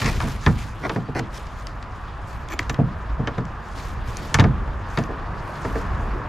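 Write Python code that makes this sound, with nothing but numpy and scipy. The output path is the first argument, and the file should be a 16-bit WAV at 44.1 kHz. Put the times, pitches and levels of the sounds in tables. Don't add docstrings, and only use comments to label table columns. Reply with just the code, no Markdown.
import sys
import numpy as np
from scipy import signal
from scipy.io import wavfile

SR = 44100
rng = np.random.default_rng(int(sys.argv[2]) if len(sys.argv) > 2 else 0)


def master_out(mix):
    frames = np.transpose(np.atleast_2d(mix))
    ceiling = np.clip(frames, -1, 1)
    pcm = np.round(ceiling * 32767).astype(np.int16)
    wavfile.write(sys.argv[1], SR, pcm)


N = 276948

RING_SAMPLES = 14000
EDGES = 20 * 2 ** np.arange(0, 10, .5)
CENTRES = np.sqrt(EDGES[1:] * EDGES[:-1])
BANDS = [signal.butter(2, pair, "band", fs=SR, output="sos") for pair in zip(EDGES, EDGES[1:])]
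SIDES = np.array([[1], [-1]])


def from_db(db):
    return 10 ** (np.asarray(db) / 20)


def rms_one(x):
    return x / np.sqrt(np.mean(x ** 2) + 1e-20)


def energy_one(x):
    return x / np.sqrt(np.sum(x ** 2, axis=-1, keepdims=True) + 1e-20)


def in_time(rows):
    return np.interp(np.arange(N) / SR, *np.transpose(rows))


def at_hz(points, hz):
    row_hz, *columns = np.transpose(points)
    return np.squeeze([np.interp(np.log(hz), np.log(row_hz), c) for c in columns])


def add(track, s, sound):
    i = max(round(s * SR), 0)
    track[:, i:i + sound.shape[-1]] += sound[..., :N - i]


def drift(rate_hz):
    pole = np.exp(-80 * np.pi * rate_hz / SR)
    steps = rng.standard_normal(N // 40 + 2002)
    slow = signal.lfilter([1], [1, -2 * pole, pole * pole], steps)[2000:]
    return np.interp(np.arange(N) / 40, np.arange(len(slow)), rms_one(slow))


# (frequency [Hz], left over right [dB])
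LEFT_LEAN = [(40, -1.8), (100, -1), (500, -1), (2000, 1), (5000, 1.2), (8000, 3), (12000, 7.5)]
def lean_db(hz):
    return at_hz(LEFT_LEAN, hz) * SIDES / 2


# (frequency [Hz], likeness [0-1])
STEREO_LIKENESS = [(30, .965), (250, .95), (500, .86), (1000, .87), (3000, .88), (6000, .87), (9000, .62),
                   (13000, .25)]
def noise(spectrum, flutter_db, lean):
    out, white = 0, rng.standard_normal((2, 2, N))
    for k, hz in enumerate(CENTRES):
        if spectrum[0][0] <= hz <= spectrum[-1][0]:
            mid, side = signal.sosfilt(BANDS[k], white[k % 2])
            alike = np.clip(at_hz(STEREO_LIKENESS, hz), 0, 1)
            wobble_db = flutter_db * drift(min(14, hz / 10))
            gain = from_db(at_hz(spectrum, hz) + wobble_db + lean * lean_db(hz))
            out = out + gain * (np.sqrt(1 + alike) * mid + np.sqrt(1 - alike) * side * SIDES)
    return rms_one(out)


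# (frequency [Hz], relative level [dB])
WIND_TONE = [(11, -37), (18, 0), (38, -1), (54, 8.5), (75, -4.5), (103, 0.5), (161, -20), (203, -16),
             (260, -26.5), (340, -45), (570, -120)]
# (time [s], relative level [dB])
WIND_GUSTS = [(0.0, -31), (0.17, -24.5), (0.4, -32.5), (0.65, -31.5), (0.82, -37), (1.7, -36.5), (2.1, -37),
              (2.45, -34), (3.0, -33), (3.65, -37), (3.97, -29), (4.3, -35.5), (4.55, -25), (4.8, -34),
              (5.35, -32.5), (5.58, -39.5), (5.94, -27), (6.28, -36.5)]
def wind():
    return from_db(in_time(WIND_GUSTS) + 3) * noise(WIND_TONE, flutter_db=2, lean=0.27)


# (frequency [Hz], relative level [dB])
LEAF_TONE = [(1500, 3.5), (2500, 8), (3500, 0), (5000, -3.5), (8000, -26), (14000, -44)]
def leaves():
    return from_db(-54) * noise(LEAF_TONE, flutter_db=4, lean=0.5)


# (frequency [Hz], relative level [dB])
MURMUR_TONE = [(90, -17.5), (140, -4), (250, -11), (450, -13), (800, -22.5), (1500, -50)]
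# (time [s], relative level [dB])
MURMUR_SWELLS = [(0.0, -33), (0.73, -51), (0.87, -28.5), (1.03, -42), (1.36, -44), (2.04, -45), (3.39, -41),
                 (3.58, -44.5), (4.41, -35), (4.72, -41.5), (5.98, -34), (6.28, -35)]
def hull_murmur():
    return from_db(in_time(MURMUR_SWELLS) - 0.5) * noise(MURMUR_TONE, flutter_db=2.5, lean=0.32)


# (frequency [Hz], relative level [dB])
TRAFFIC_TONE = [(200, -11), (450, -5), (750, 1.5), (1100, 5), (1500, -1), (2100, -12.5), (3200, -51),
                (5000, -32)]
# (time [s], relative level [dB])
TRAFFIC_SWELL = [(0.0, -41), (0.58, -42.5), (2.8, -39), (4.11, -39), (5.72, -35.5), (5.84, -33.5),
                 (6.28, -35)]
def traffic():
    return from_db(in_time(TRAFFIC_SWELL) + 1) * noise(TRAFFIC_TONE, flutter_db=0.6, lean=0.1)


# (frequency [Hz], relative level [dB])
CLOTH_TONE = [(600, 16), (1800, 18), (3000, 13), (5000, 9.5), (7000, 8.5), (8500, 1), (12500, -1.5),
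              (14500, -20)]
# (start [s], length [s], rustle level [dB])
ARM_REACHES = [(-0.3, 0.42, -34.5), (0.098, 0.2, -37), (0.394, 0.08, -40), (0.533, 0.084, -40.5),
               (0.717, 0.22, -48), (1.294, 0.073, -44), (1.467, 0.16, -52), (1.9, 0.093, -56.5),
               (2.186, 0.15, -50), (2.5, 0.17, -59), (3.6, 0.12, -53), (3.745, 0.038, -41.5),
               (3.822, 0.038, -44), (4.025, 0.087, -44), (4.1, 0.18, -43.5), (4.847, 0.14, -46.5),
               (5.295, 0.51, -46), (5.84, 0.24, -55)]
def sleeves(rest_db=-62, swell_share=0.72, release_s=0.079, snaps_per_s=45):
    t, power = np.arange(N) / SR, from_db(rest_db) ** 2
    for s, length_s, rustle_db in ARM_REACHES:
        swell = np.clip((t - s) / (swell_share * length_s), 0, 1)
        release = np.exp(-np.maximum(t - s - length_s, 0) / release_s)
        power = power + (from_db(rustle_db) * swell * release) ** 2
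    catches = (rng.random(N) < snaps_per_s / SR) * np.minimum(rng.exponential(1, N), 3)
    snaps = signal.lfilter([1], [1, -np.exp(-1 / (0.00061 * SR))], catches)
    roughness = from_db(2 * drift(150)) * (1 + 0.34 * snaps)
    return np.sqrt(power) * roughness * noise(CLOTH_TONE, flutter_db=2, lean=0.48)


# (pitch [Hz], relative level [dB], time to fade 60 dB at damping 1 [s])
HULL_NOTES = [(82, -2, .1), (114, 0, .14), (150, 1, .15), (244, -2, .2), (409, -7, .12), (455, -3, .15),
              (679, -8, .1), (856, -9, .1), (990, -5, .1), (1255, -5, .09), (1720, -2, .06), (1795, 1, .08),
              (2215, -3, .06), (2500, -7, .05), (2724, -3, .035), (3055, -6, .05), (3453, -7, .055),
              (3758, -8, .055), (4598, -8, .045), (5067, -7, .045), (5487, -7, .035), (5665, -9, .03),
              (6065, -2, .035), (6535, -8, .025), (7072, -7, .035)]
HULL_BLUR = [(70, 3, 0.21), (155, 11.5, 0.41), (450, -9.5, 0.24), (1100, 9.5, 0.11), (1880, 5, 0.058),
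             (4100, -3.5, 0.02), (5960, 3, 0.044), (8640, -16.5, 0.037), (12500, -25, 0.025)]
def hull_ring(damping, notes_db, crack_db, tail_db, sparkle_db):
    t = np.arange(RING_SAMPLES) / SR
    out = np.zeros((2, RING_SAMPLES))
    travel_s, rise_s, tail_s = 0.001, 0.00012, 0.26
    tail = from_db(tail_db - 60 * t / tail_s)
    for hz, band in zip(CENTRES, BANDS):
        level_db, fade_s = at_hz(HULL_BLUR, hz)
        age = np.maximum(t - travel_s * np.sqrt(500 / max(hz, 100)), 0)
        shape = (1 - np.exp(-age / rise_s)) * (from_db(-60 * age * damping / fade_s) + tail)
        burst = energy_one(rng.standard_normal((2, RING_SAMPLES)) * shape)
        burst[0, np.argmax(age > 0)] += from_db(crack_db)
        mid, side = energy_one(signal.sosfilt(band, burst))
        gain = from_db(level_db + sparkle_db * (hz > 8000) + lean_db(hz))
        out += gain * (mid + from_db(-15) * side * SIDES)
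    for k, (hz, level_db, fade_s) in enumerate(HULL_NOTES):
        age = np.maximum(t - travel_s * np.sqrt(500 / hz), 0)
        detuned_hz = hz * (1 + rng.normal(0, .005))
        note = np.sin(2 * np.pi * detuned_hz * age) * from_db(-60 * age * damping / fade_s)
        gain = from_db(notes_db + level_db + rng.normal(0, 3.6) + lean_db(hz))
        out += (-1) ** k * gain * energy_one(note)
    return out


# (bottom [Hz], top [Hz])
PITCH_RANGES = [(50, 105), (105, 280), (280, 700), (700, 2000), (2000, 4500), (4500, 14000)]
RANGE_HZ = np.sqrt(np.prod(PITCH_RANGES, axis=1))
RANGE_FILTERS = [signal.butter(3, pair, "band", fs=SR, output="sos") for pair in PITCH_RANGES]
def shape_tone(sound, levels_db, length_s, treble_cut):
    out, count = 0, len(levels_db)
    for (low_hz, _), band, level_db in zip(PITCH_RANGES[-count:], RANGE_FILTERS[-count:], levels_db):
        part = signal.sosfilt(band, sound)
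        held_s = length_s * (700 / low_hz) ** treble_cut
        out = out + from_db(level_db) * rms_one(part) * np.sqrt(held_s * SR / part.shape[-1])
    return out


def softness_db(hardness_hz, steepness=4.36):
    return -10 * np.log10(1 + (RANGE_HZ / hardness_hz) ** steepness)


# (start [s], length [s], strength [dB], hardness [Hz])
DECK_SCRAPES = [(0.01, 0.088, -31, 3440), (0.827, 0.043, -27.5, 1850), (1.147, 0.051, -32.5, 3340),
                (1.337, 0.046, -47.5, 12000), (2.496, 0.043, -35.5, 3300), (3.173, 0.025, -30, 350)]
def scrapes(slips_per_s=2000):
    out = np.zeros((2, N))
    for s, length_s, strength_db, hardness_hz in DECK_SCRAPES:
        push = np.linspace(.4, 1, round(length_s * SR))
        slips = (rng.random(len(push)) < slips_per_s / SR) * rng.standard_normal(len(push)) * push
        ring = hull_ring(damping=7.6, notes_db=-6.5, crack_db=-5.5, tail_db=-36, sparkle_db=13.5)
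        grating = signal.fftconvolve(ring, slips[None], axes=1)
        levels_db = strength_db + softness_db(hardness_hz)[2:]
        add(out, s, shape_tone(grating, levels_db, length_s, treble_cut=0))
    return out


HARD_BLOW_DB = [2.5, 4, -2, -0.5, -2, -3.5]
def blow_db(strength_db, hardness_hz, weight_db, hollow_db, boom_from_db=-16):
    boom_db = 4.2 * min(strength_db - boom_from_db, 0)
    lows_db = [weight_db + boom_db, weight_db, 0.36 * weight_db + hollow_db, 0, 0, 0]
    return strength_db + softness_db(hardness_hz) + HARD_BLOW_DB + lows_db


# (time [s], strength [dB], hardness [Hz], weight [dB], hollowness of the spot [dB])
HULL_KNOCKS = [(0.016, -26, 5500, -2.5, -18), (0.044, -28, 6000, 6, -4), (0.059, -24.5, 8000, -14, 0),
               (0.202, -21.5, 2170, -11, -7), (0.233, -21.5, 410, -1.5, 2), (0.275, -30, 1500, 1, -1),
               (0.462, -13, 2340, 0.5, -2), (0.495, -20.5, 570, -8, -0.5), (0.894, -22.5, 2800, -6.5, 2),
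               (0.959, -24.5, 1400, 4.5, 3.5), (1.084, -20, 350, -7, 3.5), (1.155, -22, 990, -4, 5.5),
               (1.192, -33, 8900, 8, 7.5), (2.695, -24, 6500, -1, 0), (2.787, -21, 400, 9, 6.5),
               (3.192, -17, 300, -2.5, 2.5), (3.272, -22, 2770, -11, 5.5), (3.379, -27, 1500, 6.5, 3.5),
               (4.342, -14, 8250, -6, -7.5), (4.386, -15, 2000, 3.5, -1.5), (4.396, -15.5, 3450, 0.5, -0.5),
               (4.402, -22, 5570, 4.5, 4.5), (4.439, -20, 2110, 6.5, 1), (4.675, -31.5, 1100, -4, 0),
               (4.973, -20, 2580, 0, 0.5), (4.986, -30, 5530, 9.5, 5.5), (5.091, -25.5, 700, -13, 7.5),
               (5.648, -16, 746, -13, 1.5), (5.754, -19, 800, -12, 6)]
def knocks(flex_hz=105.5, flex_fade_s=0.023):
    out, t = np.zeros((2, N)), np.arange(RING_SAMPLES) / SR
    swing = np.sin(2 * np.pi * flex_hz * t) * from_db(-60 * t / flex_fade_s)
    flex = from_db(13.5) * energy_one(swing)
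    for s, *blow in HULL_KNOCKS:
        ring = hull_ring(damping=1.2, notes_db=0.5, crack_db=-8.5, tail_db=-22.5, sparkle_db=8.5)
        add(out, s, shape_tone(ring + flex, blow_db(*blow), length_s=0.0084, treble_cut=0.2))
    return out


# (start [s], length [s], pitch before scaling [Hz], level [dB])
BIRD_CALLS = [(0.785, .045, 5000, -60), (0.92, .04, 5750, -60), (1.045, .035, 5600, -56),
              (2.92, .07, 5000, -66)]
def bird():
    out = np.zeros((2, N))
    for s, length_s, scale_hz, level_db in BIRD_CALLS:
        arch = np.sin(np.linspace(0, np.pi, round(length_s * SR)))
        pitch_hz = scale_hz * (0.77 + 0.058 * arch + .012 * drift(390)[:len(arch)])
        add(out, s, from_db(level_db) * arch * np.sin(2 * np.pi * np.cumsum(pitch_hz) / SR))
    return out


TAP_TONE_DB = [-16.5, -6.5, 1, -6]
# (time [s], pitch [Hz], strength [dB], brightness [dB per octave])
GEAR_CLICKS = [(1.468, 4800, -46.5, 0), (1.669, 4650, -37.5, 4), (1.826, 4740, -42, -2.5),
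               (2.486, 3280, -42, 2), (2.5282, 6100, -45, -2), (2.5906, 1980, -20.5, -3.5),
               (2.628, 2000, -41, -4), (2.743, 2700, -37.5, -2.5), (3.383, 7200, -48, 0.5),
               (3.452, 7300, -49, 3), (4.1691, 9800, -45.5, 13.5), (5.037, 5900, -42.5, 2.5)]
def clicks(ping_gain=1.5):
    out = np.zeros((2, N))
    octaves = np.log2(RANGE_HZ[2:] / RANGE_HZ[-2])
    for s, ping_hz, strength_db, brightness_db in GEAR_CLICKS:
        ring = hull_ring(damping=4.1, notes_db=-7.5, crack_db=-11, tail_db=-26, sparkle_db=5.5)
        ping = signal.lfilter(*signal.iirpeak(ping_hz, Q=8, fs=SR), ring)
        levels_db = strength_db + brightness_db * octaves + TAP_TONE_DB
        add(out, s, shape_tone(ring + ping_gain * ping, levels_db, length_s=0.0066, treble_cut=0.093))
    return out


# (pitch [Hz], relative level [dB], time to fade 60 dB [s])
TACKLE_NOTES = [(5950, -1, .04), (6150, 0, .05), (7100, -1, .06), (7400, -5, .04), (11900, -10, .04),
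                (12170, -6, .07), (12560, -11, .05)]
# (time [s], strength [dB])
TACKLE_TOUCHES = [(2.503, -46), (2.518, -42), (2.532, -41), (2.592, -46), (2.698, -48), (2.725, -51)]
def jingles(chatter_s=0.0038):
    out, t = np.zeros((2, N)), np.arange(RING_SAMPLES) / SR
    ring = sum(np.sin(2 * np.pi * hz * t) * from_db(level_db - 60 * t / fade_s + lean_db(hz))
               for hz, level_db, fade_s in TACKLE_NOTES)
    for s, touch_db in TACKLE_TOUCHES:
        chatter = energy_one(rng.standard_normal(RING_SAMPLES) ** 3 * np.exp(-t / chatter_s))
        add(out, s, from_db(touch_db) * signal.fftconvolve(ring, chatter[None], axes=1))
    return out


def scene():
    gear = knocks() + clicks() + scrapes() + jingles()
    return gear + sleeves() + wind() + hull_murmur() + traffic() + leaves() + bird()


def record(dry):
    rounded = dry / (1 + dry ** 6) ** (1 / 6)
    cutoff_hz = 14150
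    return signal.sosfilt(signal.ellip(10, .1, 80, cutoff_hz, fs=SR, output="sos"), rounded)


dry = scene()
out = record(dry)
master_out(out)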